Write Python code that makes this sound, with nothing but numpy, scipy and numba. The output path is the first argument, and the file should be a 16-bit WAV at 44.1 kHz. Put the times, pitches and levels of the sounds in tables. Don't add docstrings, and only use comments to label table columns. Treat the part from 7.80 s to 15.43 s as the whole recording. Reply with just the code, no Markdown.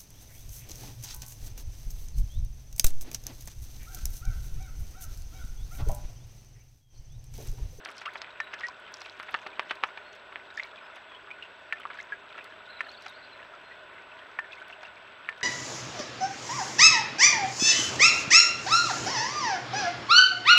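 import sys
import numpy as np
from scipy import signal
from scipy.fft import rfft, irfft, next_fast_len
from scipy.io import wavfile
from scipy.ndimage import uniform_filter1d
from numba import njit

SR = 44100
rng = np.random.default_rng(int(sys.argv[2]) if len(sys.argv) > 2 else 0)


def gain_from_db(level_db):
    decades = np.asarray(level_db, float) / 20
    return 10 ** decades


def waveform_to_disk(signal):
    frames = np.transpose(np.atleast_2d(signal))
    scaled = np.clip(frames, -1, 1) * 32767
    samples = np.round(scaled).astype(np.int16)
    wavfile.write(sys.argv[1], SR, samples)


N = 336483

# t/s, peak level/dB, air pocket f/Hz, crackle level/dB, air thud level/dB
WINGBEATS = [
    (1.3973, -35.5, 1900, 0, 0),
    (1.5414, -14, 1320, -16, -19),
    (1.663, -35.5, 1050, -1, 6.5),
    (1.669, -25.5, 1290, -11, -22),
    (1.794, -9, 1110, -26, -40),
    (1.908, -19.5, 1450, -6, -23),
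    (1.9106, -12, 3240, -31, -15.5),
    (2.036, -5.5, 1250, -21, -57),
    (2.173, -36, 1590, -2.5, -2),
]


def band(x, lo_hz, hi_hz):
    return signal.sosfilt(signal.butter(2, [lo_hz, min(hi_hz, .45 * SR)], "bandpass", fs=SR, output="sos"), x)


def noise(lo_hz, hi_hz, size=N):
    x = band(rng.standard_normal(size), lo_hz, hi_hz)
    return x / x.std()


def add(out, s, x):
    i = max(int(s * SR), 0)
    out[i:i + len(x)] += x[:len(out) - i]


def fade(t60, rise):
    t = np.arange(int(max(t60, .001) * SR) + 8) / SR
    e = (1 - np.exp(-(t / rise) ** 2)) * np.exp(-np.log(1000) * t / max(t60, .001))
    return e / e.max()


def walk(rate):
    k = int(SR / rate)
    held = np.repeat(rng.standard_normal(N // k + 1), k)
    return uniform_filter1d(uniform_filter1d(held, k), k)[:N]


def ring(hz, t60, rise, climb=0., ramp_s=1.):
    e = fade(t60, rise)
    octaves = np.minimum(climb * (np.arange(len(e)) / SR) ** 2 / ramp_s, 2)
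    pitch = np.minimum(hz * 2 ** octaves, .45 * SR)
    return e * np.sin(2 * np.pi * np.cumsum(pitch) / SR)


def clap(hz, width_s):
    t = np.arange(-66, 200) / SR
    return -np.exp(-(t / width_s) ** 2) * np.sin(2 * np.pi * hz * t) * 0.73


@njit
def scatter(size, start, step, cycles, gain, rise, climb):
    out = np.zeros(size)
    for k in range(len(start)):
        phase = 0.
        for i in range(min(int(cycles[k] / step[k]), size - start[k])):
            u = i * step[k]
            phase += min(step[k] * 2 ** (climb * u), .45)
            e = (1 - np.exp(-(u / rise) ** 2)) * np.exp(-6.9 * u / cycles[k])
            out[start[k] + i] += gain[k] * e * np.sin(2 * np.pi * phase)
    return out


def far_traffic():
    # f/Hz, level/dB per Hz
    colour_table = [(20, -16.5), (160, -11), (310, -6.5), (620, -6), (1120, -6), (1500, -1), (3500, -7.5),
                    (4600, -21), (5800, -29.5), (7000, -41), (8600, -44), (12000, -43), (16000, -46.5)]
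    # f/Hz, width/Hz, level/dB
    housing = [(399, 25.6, 2), (630, 68, 5.5), (995, 151, 3.5), (1479, 77, 3.5), (1890, 65, -33),
               (2630, 150, -3.5), (3514, 21, -1)]
    size = next_fast_len(N + N % 2, True)
    f = np.maximum(np.arange(size // 2 + 1) * SR / size, 1)
    hz, db = np.transpose(colour_table)
    peaks = sum(gain_from_db(g) ** 2 / (1 + (2 * (f - c) / w) ** 2) for c, w, g in housing)
    colour = gain_from_db(np.interp(np.log(f), np.log(hz), db)) * np.sqrt(1 + gain_from_db(14) * peaks)
    spectrum = rfft(rng.standard_normal(size)) * colour
    swell, out = walk(0.71), 0
    for octave in np.arange(4, 14.6, .5):
        part = np.clip(1 - 2 * abs(np.log2(f) - octave), 0, 1)
        out = out + irfft(spectrum * part, size)[:N] * gain_from_db(.8 * swell + 1.5 * walk(9))
    return out / out.std() * gain_from_db(-49.5)


def camera():
    hum_settings = (63, 27, -80.5, 101, -73)
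    whine_hz, whine_db, flip_hz = 7796.3, -79.5, 29.78
    t = np.arange(N) / SR
    hz, width, db, mains_hz, mains_db = hum_settings
    rumble = gain_from_db(db) * noise(hz - width / 2, hz + width / 2)
    hum = gain_from_db(mains_db + 2.2 * walk(6)) * np.sin(2 * np.pi * mains_hz * t)
    flips = np.tanh(16 * np.sin(2 * np.pi * flip_hz * (t - .0133)))
    return rumble + hum + gain_from_db(whine_db + 3.5) * flips * np.sin(2 * np.pi * whine_hz * t)


def songbirds():
    # t/s, length/s, start f/Hz, end f/Hz, level/dB
    whistles = [(0.608, 0.055, 3930, 3860, -57.5), (2.225, 0.11, 4220, 4380, -68),
                (3.017, 0.051, 4970, 5200, -73), (3.283, 0.096, 3380, 3265, -59),
                (4.887, 0.014, 4090, 3800, -54), (4.898, 0.021, 4330, 3930, -55),
                (4.927, 0.011, 3690, 4160, -53), (4.968, 0.014, 4090, 3840, -54),
                (5.042, .016, 4300, 4200, -60), (5.082, 0.019, 3770, 4400, -58),
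                (5.092, 0.0064, 4370, 4030, -57), (5.126, 0.017, 4550, 4440, -60),
                (5.143, 0.018, 4000, 3330, -55.5), (5.169, 0.0132, 3900, 4840, -57),
                (5.22, 0.014, 4000, 4080, -57), (5.23, 0.021, 5040, 4260, -65),
                (5.254, 0.026, 3740, 4130, -61), (5.282, .034, 3800, 3720, -55.5),
                (5.334, 0.022, 4100, 4200, -60), (5.356, .012, 4800, 4340, -61),
                (5.419, 0.026, 3950, 4340, -60), (5.45, .011, 4230, 3950, -58),
                (5.513, 0.032, 4160, 3980, -60), (5.83, 0.09, 4130, 4180, -67),
                (4.993, .025, 4000, 3820, -66), (5.176, .02, 4480, 4600, -67),
                (5.31, 0.012, 3700, 3300, -67), (5.38, .03, 4450, 4500, -70), (5.44, .015, 4500, 4760, -64)]
    # delay t/s, level/dB
    echoes = [(.011, -11), (.027, -12), (.052, -14)]
    out, waver = np.zeros(N), 1 + .012 * walk(220)
    for s, long, hz0, hz1, db in whistles:
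        u = np.linspace(0, 1, max(int(long * SR), 8))
        pitch = (hz0 + (hz1 - hz0) * u) * waver[int(s * SR):][:len(u)] ** min(.02 / long, 1)
        swell = np.sqrt(np.sin(np.pi * u).clip(0))
        add(out, s, gain_from_db(db + 6.0) * swell * np.sin(2 * np.pi * np.cumsum(pitch) / SR))
    e = fade(0.4, rise=0.01)
    blur = signal.fftconvolve(out, e * rng.standard_normal(SR)[:len(e)])[:N]
    heard = out * gain_from_db(4 * walk(160)) + gain_from_db(-41) * blur
    for delay, db in echoes:
        add(heard, delay, gain_from_db(db) * out)
    return heard


def knocks():
    # t/s, peak level/dB, blow f/Hz, ring level/dB, bounce after t/s
    blows = [
        (0.6008, -15.5, 1950, -11, .004),
        (3.9241, -12.5, 2150, -15, .0042),
        (5.0058, -13, 1950, -22, .004),
        (6.5875, -16, 1900, -9.5, .0042),
        (7.488, -13.5, 1950, -13, .004),
    ]
    # f/Hz, level/dB, 60 dB fall t/s
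    casing = [(1787, 0, .075), (1690, -11, .05), (1340, -13, .06), (2400, -13, .03), (1000, -4, .012)]
    out, shake, e = np.zeros(N), gain_from_db(2.5 * walk(250)), fade(.03, rise=.001)
    t = np.arange(-66, 100) / SR
    bump = np.exp(-(t / np.where(t < 0, .00036, .00052)) ** 2)
    for s, db, hz, ring_db, bounce_s in blows:
        grit = rng.standard_normal(SR // 10)
        add(out, s, gain_from_db(db) * bump * np.cos(2 * np.pi * hz * t))
        add(out, s + bounce_s, gain_from_db(db - 10) * clap(2100, width_s=.0004))
        add(out, s + .002, gain_from_db(db - 10) * e * band(grit, 900, 2600)[:len(e)])
        for mode_hz, mode_db, t60 in casing:
            tone = ring(mode_hz, t60, rise=0.001)
            level = gain_from_db(db + ring_db + mode_db)
            add(out, s + 0.001866, level * tone * shake[int(s * SR):][:len(tone)])
    return out


def grains(gain, lo_hz, hi_hz, cycles, spread_db, tilt_db, count):
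    when, pitch, big, long = rng.random((count, 4)).T
    size_db = spread_db * np.minimum(-np.log(1 - big), 4) + tilt_db * pitch
    start = (when * N).astype(np.int64)
    step = lo_hz * (hi_hz / lo_hz) ** pitch / SR
    out = scatter(N, start, step, cycles * (.5 + long * 2), gain_from_db(size_db), 0.44, 0.0036)
    return out / out.std() * gain


def sloshing():
    # t/s, level/dB
    stir = [
        (0, -48.5),
        (2.07, -51.5),
        (2.38, -54),
        (2.95, -47.5),
        (3.39, -54.5),
        (4.25, -48.5),
        (5.71, -53),
        (6.5, -51.5),
        (7.6, -52),
    ]
    slosh_db = np.interp(np.arange(N) / SR, *np.transpose(stir))
    gain = gain_from_db(slosh_db - 5 + 3 * walk(14))
    return grains(gain, 1200, 3900, cycles=20, spread_db=2.6, tilt_db=-3, count=2200)


def shower_gain(column):
    # t/s, length/s, spray level/dB, finest mist level/dB
    showers = [(0.037, 0.12, -59, -75), (0.15, 0.087, -56, -85), (0.255, 0.069, -69, -80),
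               (0.331, 0.066, -60.5, -81), (0.587, 0.038, -71, -79), (0.714, .04, -66, -84),
               (0.78, 0.15, -66, -89), (1.115, 0.18, -68, -77), (1.19, 0.22, -68, -84),
               (1.37, 0.2, -72, -89), (1.514, 0.13, -62, -94), (1.783, 0.2, -69, -93),
               (2.02, 0.091, -65, -81), (2.324, 0.047, -64, -97), (2.74, 0.15, -63, -100),
               (3.143, 0.03, -63, -82), (4.127, 0.063, -68, -87), (4.18, 0.085, -69, -80),
               (4.287, 0.035, -77, -93), (4.558, 0.046, -68, -84), (5.065, 0.1, -71, -87),
               (5.203, 0.15, -65, -85), (6.212, 0.044, -86, -104), (6.702, 0.13, -71, -98),
               (6.866, 0.063, -71, -90), (7.02, 0.06, -64, -97), (7.56, 0.039, -69, -87)]
    out = np.zeros(N)
    for row in showers:
        u = np.linspace(0, 1, int(row[1] * SR))
        add(out, row[0], gain_from_db(row[column]) * np.sqrt(np.sin(np.pi * u ** .7).clip(0)))
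    return out


def showers_of_spray():
    spray = grains(shower_gain(2) + gain_from_db(-74.5), 3040, 6920, cycles=18, spread_db=1.0, tilt_db=-5.5, count=3500)
    mist = grains(shower_gain(3) + gain_from_db(-97.5), 8500, 15000, cycles=10, spread_db=9.5, tilt_db=-11.0, count=2500)
    return spray + mist


def beat_drops(column):
    # f/Hz, level/dB, finest f/Hz, finest level/dB, level change/dB per dB of the beat
    beat_spray = (4453, -31, 9300, -45.5, 0.5)
    hz, db = beat_spray[column:column + 2]
    return [(s, db + beat_spray[-1] * (beat_db + 16.5), hz) for s, beat_db, *_ in WINGBEATS]


def ticks(table, width_s, hiss_db, hiss_t60):
    out, e = np.zeros(N), fade(hiss_t60, rise=0.00051)
    for s, db, hz in table:
        grit = rng.standard_normal(SR // 10)
        add(out, s, gain_from_db(db) * clap(hz, width_s))
        add(out, s + 0.000982, gain_from_db(db + hiss_db) * e * band(grit, 0.77 * hz, 1.054 * hz)[:len(e)])
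    return out


def droplets():
    # t/s, peak level/dB, f/Hz
    plain = [(.0486, -25, 4500), (.18, -31, 5050), (.2184, -39, 4550), (.2578, -37.5, 5630),
             (.4165, -26, 4960), (.602, -39, 6040), (.7392, -35, 5500), (.796, -39, 5300),
             (.8064, -34, 4570), (.8672, -34, 5400), (.8836, -31, 5350), (1.1393, -29.5, 5640),
             (1.2042, -36, 5360), (1.216, -28.5, 5060), (1.2582, -33, 4350), (1.296, -33, 4300),
             (1.4272, -39, 5150), (1.954, -40, 4530), (2.7713, -32, 5470), (2.8325, -29, 4100),
             (4.174, -44, 4500), (4.21, -41, 5600), (4.6418, -41.5, 4530), (5.006, -45, 4580),
             (5.1153, -41, 5200), (5.2215, -45, 5100), (5.262, -38.5, 5360), (5.2803, -33, 4550),
             (7.1561, -45, 4520), (6.514, -43.5, 4230), (6.752, -44, 4800), (6.881, -49, 5150),
             (6.912, -52, 5560), (7.0306, -42, 5000), (7.068, -49, 5200), (7.22, -51, 4500),
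             (6.82, -55.5, 6400), (7.177, -60, 6600), (6.22, -54, 5580), (3.999, -55, 6460),
             (4.141, -50, 6800), (4.226, -43, 6540), (5.66, -54, 4300), (5.75, -47, 4300),
             (6.37, -57, 5600), (1.1686, -42, 6200), (1.1686, -40, 2800), (1.2865, -39, 3300),
             (1.5615, -39, 3400), (6.54, -52, 5200), (7.6076, -41, 5370)]
    # t/s, peak level/dB, f/Hz
    finest = [(.0483, -51, 11300), (.0772, -47, 10400), (.1131, -39, 9100), (.1795, -46, 9100),
              (.2154, -48, 9930), (.2573, -42, 8950), (.3341, -51, 9330), (.4095, -61, 9450),
              (.601, -52, 8800), (.6394, -53, 11700), (.7387, -45, 9010), (.7906, -53, 12500),
              (.8674, -59, 8860), (.9981, -49, 8820), (1.1403, -56, 12800), (1.2052, -53, 10100),
              (1.254, -56, 9930), (1.4277, -45, 10200), (1.509, -42, 11400), (1.9525, -49, 9980),
              (2.3521, -53, 11100), (2.8499, -53, 12000), (3.999, -45, 10500), (4.6415, -40, 9500),
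              (5.0724, -51, 8900), (5.2215, -44, 8800), (5.2939, -47, 10300), (6.1389, -61, 11400),
              (6.8814, -46, 11100), (7.0309, -52, 9400)]
    coarse_ticks = ticks(plain + beat_drops(column=0), width_s=0.00019, hiss_db=0, hiss_t60=0.017)
    fine_ticks = ticks(finest + beat_drops(column=2), width_s=0.000061, hiss_db=-12.5, hiss_t60=0.031)
    return coarse_ticks + fine_ticks


def bubbles():
    # t/s, peak level/dB, start f/Hz, rise/octaves a second, life/s
    trapped = [(.2645, -30.5, 1172, 30.5, 0.032), (1.249, -37, 2600, 2, .008),
               (4.101, -34, 1550, 3, 0.0087), (7.483, -37, 1480, 5, .004), (.2585, -33.5, 2730, 11, 0.011),
               (.274, -39, 2660, 5, .008), (1.8975, -32, 3000, -10, .004), (.834, -27.5, 1890, 2, 0.043),
               (.85, -40, 2170, 5, 0.012), (.885, -32.5, 1020, 5, 0.013), (.7375, -33.5, 1750, 2, 0.013),
               (.815, -41, 2080, 18, 0.0079), (.81, -30, 1700, 0, 0.0028), (0.377, -40.5, 3940, 2, 0.0046),
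               (1.824, -40, 1560, 53, 0.0068), (2.775, -26.5, 1795, -9, 0.019),
               (2.7964, -25, 2040, 19, 0.0077), (2.783, -40, 3600, 4, 0.0052), (2.792, -32, 1800, 5, .004),
               (2.842, -39.5, 2180, 16, 0.01), (3.505, -35, 2270, 10, 0.005),
               (3.512, -33.5, 2380, 6, 0.0073), (3.525, -47, 2480, 1, .018), (3.624, -35, 2780, 13, 0.01),
               (3.636, -40, 2690, 3, 0.0086), (3.648, -48, 2830, -2, .03), (3.585, -44.5, 1475, 0, .035),
               (4.053, -23.5, 1230, 1, 0.0045), (4.188, -32, 1670, 14, 0.0072),
               (4.201, -32.5, 2060, 22, 0.0054), (4.3217, -26.5, 1645, -1.5, 0.039),
               (5.912, -39.5, 1940, 1.5, 0.026), (6.317, -44.5, 2630, 4, .015),
               (6.644, -35, 1790, -6, 0.017), (6.721, -39, 3430, 6, 0.0081),
               (6.73, -30.5, 2540, 21, 0.0055), (6.817, -40.5, 1540, -4, 0.022),
               (6.926, -38, 2640, 24, 0.012), (7.05, -39, 2690, 10, .014), (7.613, -31.5, 1710, 3, 0.0063)]
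    # t/s, peak level/dB, f/Hz
    drips = [(1.704, -45, 2250), (1.729, -32.5, 2380), (2.703, -39.5, 3810), (2.977, -36, 2450),
             (3.348, -36.5, 3030), (4.609, -32, 2500), (5.593, -34.5, 1880), (5.737, -34, 1360),
             (6.164, -34.5, 1460), (6.327, -34.5, 1440), (6.389, -40.5, 3200), (6.417, -33, 1800),
             (6.7806, -36, 2180), (7.1664, -39.5, 2300), (7.2775, -39, 2670), (7.372, -51, 3040),
             (7.574, -43, 3710)]
    out, wobble = np.zeros(N), gain_from_db(1.5 * walk(220))
    from_drips = [(s, db - 7.0, hz, 6, .011) for s, db, hz in drips]
    for s, db, hz, climb, life in list(trapped) + from_drips:
        grit = rng.standard_normal(SR // 4)
        t60 = 3.2 * life * (1 + max(climb, 0) / 20)
        tone = ring(hz, t60, rise=0.00031, climb=climb, ramp_s=life)
        burst = np.exp(-(np.arange(len(tone)) / SR / life) ** 6)
        add(out, s, gain_from_db(db) * tone * burst)
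        e = fade(3.1 * life, rise=0.0023)
        froth = e * band(grit[:len(e)], .8 * hz, 1.3 * hz) * 1.3
        add(out, s - .001, gain_from_db(db - 4) * froth)
    return out * wobble


def slaps():
    # t/s, peak level/dB, air pocket
    # f/Hz, crackle level/dB
    splashes = [(.058, -22, 1540, -22), (0.087, -28.5, 1020, -10.5), (0.217, -31.5, 1730, -8.5),
                (.258, -40, 2900, -1), (0.356, -39.5, 1190, -2), (.416, -20.5, 3700, -30),
                (0.444, -27, 2150, -31), (.672, -38, 1520, -7.5), (0.736, -20, 2200, -19),
                (0.809, -26, 1750, -15), (1.077, -34, 1790, -10.5), (1.1408, -38, 1500, -20),
                (1.547, -18, 1700, -28), (4.0526, -28, 1200, -30), (4.134, -38, 2000, -12),
                (4.147, -38, 1700, -20), (4.174, -36, 2200, -12), (7.6109, -29, 1100, -30),
                (7.477, -39, 2200, -20), (1.282, -35.5, 2700, -15.5), (1.2153, -30, 1150, -13),
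                (1.261, -25, 2370, -27), (1.431, -28, 1390, -18), (1.488, -37.5, 1570, -3.5),
                (1.588, -27, 2580, -30), (1.894, -35, 3040, -13), (2.088, -31.5, 1230, -13.5),
                (2.525, -31, 1550, -17), (2.557, -18.5, 1760, -27), (2.829, -35.5, 1520, -13.5),
                (3.164, -34, 1470, -7), (3.318, -39, 1820, -6), (4.104, -32.5, 1590, -7.5),
                (4.58, -44.5, 1650, 4), (5.263, -33.5, 1520, -10), (6.183, -35.5, 1580, -16),
                (6.9, -29, 1080, -19), (7.032, -38.5, 1110, -3), (7.526, -32.5, 2230, -14)]
    out, size = np.zeros(N), N - SR // 2
    torn = band(noise(600, 3000) * gain_from_db(6 * walk(500)), 500, 3600)
    snap, heave = fade(0.016, rise=0.0048), fade(0.054, rise=0.0053)
    tips = [(s - .007, db - 23.5, hz, -6, -8) for s, db, hz, *_ in WINGBEATS]
    body = [(s, db, hz, crackle_db, crackle_db - 5.5) for s, db, hz, crackle_db in splashes]
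    for k, (s, db, hz, crackle_db, thud_db) in enumerate(body + WINGBEATS + tips):
        e, lead_s = (heave, .006) if k < len(body) else (snap, .0005)
        add(out, s, gain_from_db(db + .7) * clap(2000, width_s=.00025))
        add(out, s + .0012, gain_from_db(db - 10) * ring(hz, t60=.006, rise=.0002))
        piece = torn[min(int(s * SR), size):][:len(e)]
        add(out, s - lead_s, gain_from_db(db + crackle_db + 0.5) * band(e * piece, 0.41 * hz, 2.2 * hz))
        add(out, s, gain_from_db(db + thud_db - 2.5) * ring(420, t60=0.0026, rise=0.00072))
    return out


def scene():
    # delay t/s, level/dB
    wall = [(.0053, -11)]
    # delay t/s, level/dB
    fence = [(.0095, -40), (0.011, -32.5)]
    wings, blips = slaps(), bubbles()
    low_water = droplets() + showers_of_spray() + sloshing()
    out = wings + blips + low_water
    e = fade(0.088, rise=0.00087)
    blur = signal.fftconvolve(out, e * noise(700, 4000, size=SR)[:len(e)])[:N]
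    out = out + gain_from_db(-44) * blur
    facing = wings + gain_from_db(-8.5) * low_water + gain_from_db(4) * blips
    for delay, db in wall + fence:
        add(out, delay, gain_from_db(db) * facing)
    near = band(out + knocks(), 262, 20000)
    return (near + songbirds() + far_traffic() + camera())[None]


def top_cut(x):
    return signal.sosfilt(signal.butter(12, 16360, fs=SR, output="sos"), x)


def record(dry):
    cut = signal.sosfilt(signal.ellip(8, .2, 40, 15800, fs=SR, output="sos"), dry)
    return top_cut(cut)


dry = scene()
out = record(dry)
waveform_to_disk(out)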